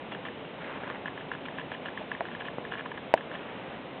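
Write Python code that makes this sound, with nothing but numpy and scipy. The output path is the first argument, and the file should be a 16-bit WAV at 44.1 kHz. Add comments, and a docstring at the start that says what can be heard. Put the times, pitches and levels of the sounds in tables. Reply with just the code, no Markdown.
"""A quiet room hums throughout. Almost at once small, dry, scratchy bursts begin, each a fine rasp with
two or three ticks, perhaps a small camera's focus motor. Soft rubbing and a few hollow knocks,
probably a hand on the camera body, join in. From 1 s the bursts come about seven times a second.
Just after 3 s one knock overloads the dull microphone; the bursts stop and faint rubbing follows."""
import sys
import numpy as np
from scipy import signal
from scipy.fft import rfft, irfft
from scipy.io import wavfile

SR = 44100
rng = np.random.default_rng(int(sys.argv[2]) if len(sys.argv) > 2 else 0)


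def unload_audio(sound):
    """Save the sound as a 16-bit wav file, at the path given as the first command line argument."""
    columns = np.transpose(np.atleast_2d(sound))
    # keep every value between -1 and 1, then stretch to whole-number steps
    steps = np.round(np.clip(columns, -1, 1) * 32767)
    wavfile.write(sys.argv[1], SR, steps.astype(np.int16))


N = 176400


def amp(db):
    """Amplitude ratio of a level in decibels."""
    return 10 ** (np.asarray(db) / 20)


def unit(x):
    """Normalisation to rms 1."""
    return x / np.sqrt(np.mean(x ** 2) + 1e-20)


def add(mix, start_s, sound):
    """Superposition: a sound adds to the mix from its onset."""
    part = mix[max(round(start_s * SR), 0):][:len(sound)]
    part += sound[:len(part)]


def colour(x, spectrum):
    """Spectral shaping by a curve of (f/Hz, level/dB) points, at rms 1."""
    hz, db = np.transpose(spectrum)
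    f = np.fft.rfftfreq(N, 1 / SR)
    gain = amp(np.interp(np.log(f + 1), np.log(hz + 1), db))
    return unit(irfft(rfft(x) * gain, N))


def ring(modes, rise_s, swell=2):
    """Free vibration: damped modes (f/Hz, level/dB, T60/s) sum under a soft onset."""
    t = np.arange(SR // 10) / SR
    body = sum(amp(db - 60 * t / t60) * np.sin(2 * np.pi * hz * t) for hz, db, t60 in modes)
    return body * (1 - np.exp(-(t / rise_s) ** swell))


def grain_noise(spans, spectrum, edge_s, grains_per_s):
    """Shot noise: tiny random impulses merge into a hiss while a span lasts."""
    t = np.arange(N) / SR
    grains = rng.standard_normal(N) * (rng.random(N) < grains_per_s / SR)
    envelope = np.zeros(N)
    for start, length, db in spans:
        inside_s = np.minimum(t - start, start + length - t)
        envelope += amp(db) * np.clip(inside_s / edge_s + .5, 0, 1)
    return envelope * colour(grains, spectrum)


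def low_pass(x, hz):
    """Band limiting by a steep linear-phase filter."""
    return signal.fftconvolve(x, signal.firwin(401, hz, window=("kaiser", 9), fs=SR), "same")


# Spectral density of the room noise: f/Hz, relative level/dB
ROOM_SPECTRUM = [(20, -2.5), (60, -1.5), (90, -7.5), (130, -1.5), (200, -.5), (380, -3), (500, -1),
                 (700, -4.5), (1000, -7.5), (1300, -12.5), (2000, -13.5), (3000, -14.5), (3700, -20.5),
                 (4000, -29.5), (4300, -35)]
def room_noise():
    """Stationary Gaussian noise, strongest at low frequencies."""
    return amp(-41) * colour(rng.standard_normal(N), ROOM_SPECTRUM)


# Tones of the hum: f/Hz, rms level/dB
HUM_TONES = [(100, -66), (161, -68), (269.2, -56.5)]
def hum(depth=0.18, waver_hz=2):
    """Amplitude modulation by slow noise makes each steady tone waver."""
    t, f = np.arange(N) / SR, np.fft.rfftfreq(N, 1 / SR)
    slow_band = np.exp(-(f / waver_hz) ** 2)
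    out = np.zeros(N)
    for hz, db in HUM_TONES:
        waver = unit(irfft(rfft(rng.standard_normal(N)) * slow_band, N))
        tone = np.sqrt(2) * np.sin(2 * np.pi * (hz * t + rng.random()))
        out += amp(db) * (1 + depth * waver) * tone
    return out


# Rubbing strokes: t/s, duration/s, level/dB
RUB_STROKES = [(.605, 0.184, -43), (.8, 0.17, -43), (3.31, 0.47, -48.5)]
# Spectrum of the rubbing: f/Hz, relative level/dB
RUB_SPECTRUM = [(80, -22), (180, -8.5), (350, -4.5), (600, -3), (900, 2.5), (1250, 0), (1700, 0),
                (2500, -6.5), (3400, -12), (4400, -32)]
def rubbing():
    """Sliding friction: dense tiny slips in long, gentle strokes give a soft mid-range noise."""
    return grain_noise(RUB_STROKES, RUB_SPECTRUM, edge_s=0.013, grains_per_s=3100)


# Blows on the case: t/s, level/dB, T60 factor, rise time/s, frequency factor
CASE_BLOWS = [(.1205, -31, 1.9, .0005, 1.26), (.8355, -26.5, 0.76, 0.00032, 0.95),
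              (.9012, -20, 0.43, 0.00034, 1.87), (1.7185, -28.5, 0.95, .0003, 1.18),
              (2.0095, -24, 1.8, .002, .97), (2.2072, -18, 1.38, 0.00043, 1.07),
              (2.5838, -8, 0.13, .0006, 0.83), (2.857, -28.5, 1.3, 0.0007, 1.59),
              (2.9163, -26, 0.96, .0006, 1.53), (3.1395, -2.5, 0.9, .00033, 1.02),
              (3.3405, -25.5, 0.18, .0003, 1.03)]
# Modes of the case: f/Hz, relative level/dB, T60/s
CASE_MODES = [(377, -31.5, 0.098), (639, -2, 0.028), (766, -7, 0.027), (874, -6, 0.022),
              (1524, 11.5, 0.0025), (2550, -22.5, 0.01), (3750, -21.5, 0.0046)]
def knocks(rebound_s=.0073, rebound_db=-23):
    """Impact excitation: a damped hollow case rings, its pitch set by the spot, and one close echo follows."""
    out = np.zeros(N)
    for start, db, length, rise_s, pitch in CASE_BLOWS:
        modes = [(hz * pitch, level, t60 * length) for hz, level, t60 in CASE_MODES]
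        blow = amp(db) * ring(modes, rise_s)
        add(out, start, blow)
        add(out, start + rebound_s, amp(rebound_db) * blow)
    return out


# Bursts of rasp: t/s, duration/s, level/dB
RASP_BURSTS = [(.113, 0.043, -45.5), (.251, 0.028, -44.5), (.45, 0.0038, -42.5), (1.055, 0.026, -46),
               (1.173, 0.044, -49), (1.314, .038, -49.5), (1.452, 0.017, -42), (1.578, 0.033, -44.5),
               (1.715, 0.035, -45), (1.852, 0.043, -44), (1.973, 0.057, -47.5), (2.114, 0.034, -46),
               (2.252, 0.024, -46), (2.315, 0.048, -49.5), (2.4, 0.023, -43.5), (2.45, .038, -44.5),
               (2.715, 0.034, -41), (2.772, 0.042, -45.5), (2.852, 0.016, -47.5), (2.913, .01, -58),
               (2.973, 0.0068, -42), (3.174, 0.012, -43), (3.335, 0.029, -43)]
# Spectrum of the rasp: f/Hz, relative level/dB
RASP_SPECTRUM = [(300, -31), (700, -2), (1000, -6), (1250, -7), (1700, -1.5), (2100, -16.5), (2300, -1.5),
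                 (2720, -4), (2920, 1), (3120, -5), (3350, -3.5), (3750, -18.5), (4300, -25.5)]
def fine_rasp():
    """Gated shot noise: short bursts of fine, dry rasp under the ticks."""
    return grain_noise(RASP_BURSTS, RASP_SPECTRUM, edge_s=0.00085, grains_per_s=7000)


# Dry ticks: t/s, relative level/dB, f/Hz
TICKS = [(0.1146, -43, 1800), (0.1486, -32, 1740), (0.2518, -30, 1810), (0.2629, -36.5, 1720),
         (0.2848, -30, 1740), (0.835, -35, 1640), (0.9006, -41, 1580), (1.0571, -25, 1630),
         (1.076, -33, 1720), (1.0809, -27, 1820), (1.1762, -31, 1770), (1.208, -37, 1670),
         (1.3154, -22.5, 1616), (1.3354, -33, 1720), (1.3498, -30, 1690), (1.4538, -34, 1500),
         (1.484, -30, 1750), (1.584, -28, 1734), (1.5957, -30.5, 1670), (1.6132, -33, 1750),
         (1.717, -26, 1710), (1.749, -30.5, 1720), (1.8577, -28.5, 1780), (1.8684, -33, 1630),
         (1.8844, -28, 1660), (1.9748, -26, 1760), (2.1156, -21.5, 1645), (2.149, -28.5, 1780),
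         (2.2527, -30.5, 1660), (2.2853, -32, 1824), (2.314, -33.5, 1670), (2.3493, -29, 1740),
         (2.408, -29.5, 1660), (2.4197, -33, 1700), (2.4523, -37, 1700), (2.4835, -27.5, 1740),
         (2.6505, -30.5, 1780), (2.7208, -27, 1640), (2.7366, -27.5, 1690), (2.7531, -29, 1730),
         (2.7736, -36, 1770), (2.7933, -28.5, 1680), (2.808, -32, 1680), (2.859, -31.5, 1660),
         (2.9171, -29.5, 1695), (2.9749, -30.5, 1750), (2.9797, -32.5, 1720), (3.1752, -29, 1730),
         (3.2078, -34, 1760), (3.314, -31, 1630), (3.3514, -29, 1780)]
# Modes of a tick: frequency ratio, relative level/dB, T60/s
TICK_MODES = [(.4, -19.5, .008), (.6, -14, 0.011), (.85, -13, .004), (1, 2.5, 0.0064), (1.3, -13.5, .004),
              (1.7, -14.5, 0.0071), (1.95, -18, 0.006)]
def dry_ticks(gain_db=18, detune=0.02, echo_s=.0029, echo_db=-8.5):
    """Damped resonance: small ticks in quick, regular groups each ring briefly, with one close echo."""
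    out = np.zeros(N)
    for start, db, hz in TICKS:
        pitches = hz * (1 + detune * rng.standard_normal(len(TICK_MODES)))
        modes = [(pitch * ratio, level, t60) for pitch, (ratio, level, t60) in zip(pitches, TICK_MODES)]
        tick = amp(db + gain_db) * ring(modes, rise_s=0.0017, swell=3)
        add(out, start, tick)
        add(out, start + echo_s, amp(echo_db) * tick)
    return out


def scene():
    """Superposition of close, dry sources over the room's background."""
    return (room_noise() + hum() + rubbing() + knocks() + fine_rasp() + dry_ticks())[None]


def record(dry, bass_hz=119, treble_hz=4250, overload=0.68, distortion_hz=11100):
    """Saturation: the loudest knock clips a narrow-band microphone, adding a little treble distortion."""
    thin = signal.sosfilt(signal.butter(2, bass_hz, "high", fs=SR, output="sos"), dry[0])
    clipped = np.clip(low_pass(thin, treble_hz), -overload, overload)
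    softened = signal.sosfilt(signal.butter(1, distortion_hz, fs=SR, output="sos"), clipped)
    return low_pass(softened, hz=16000)[None]


dry = scene()
out = record(dry)
unload_audio(out)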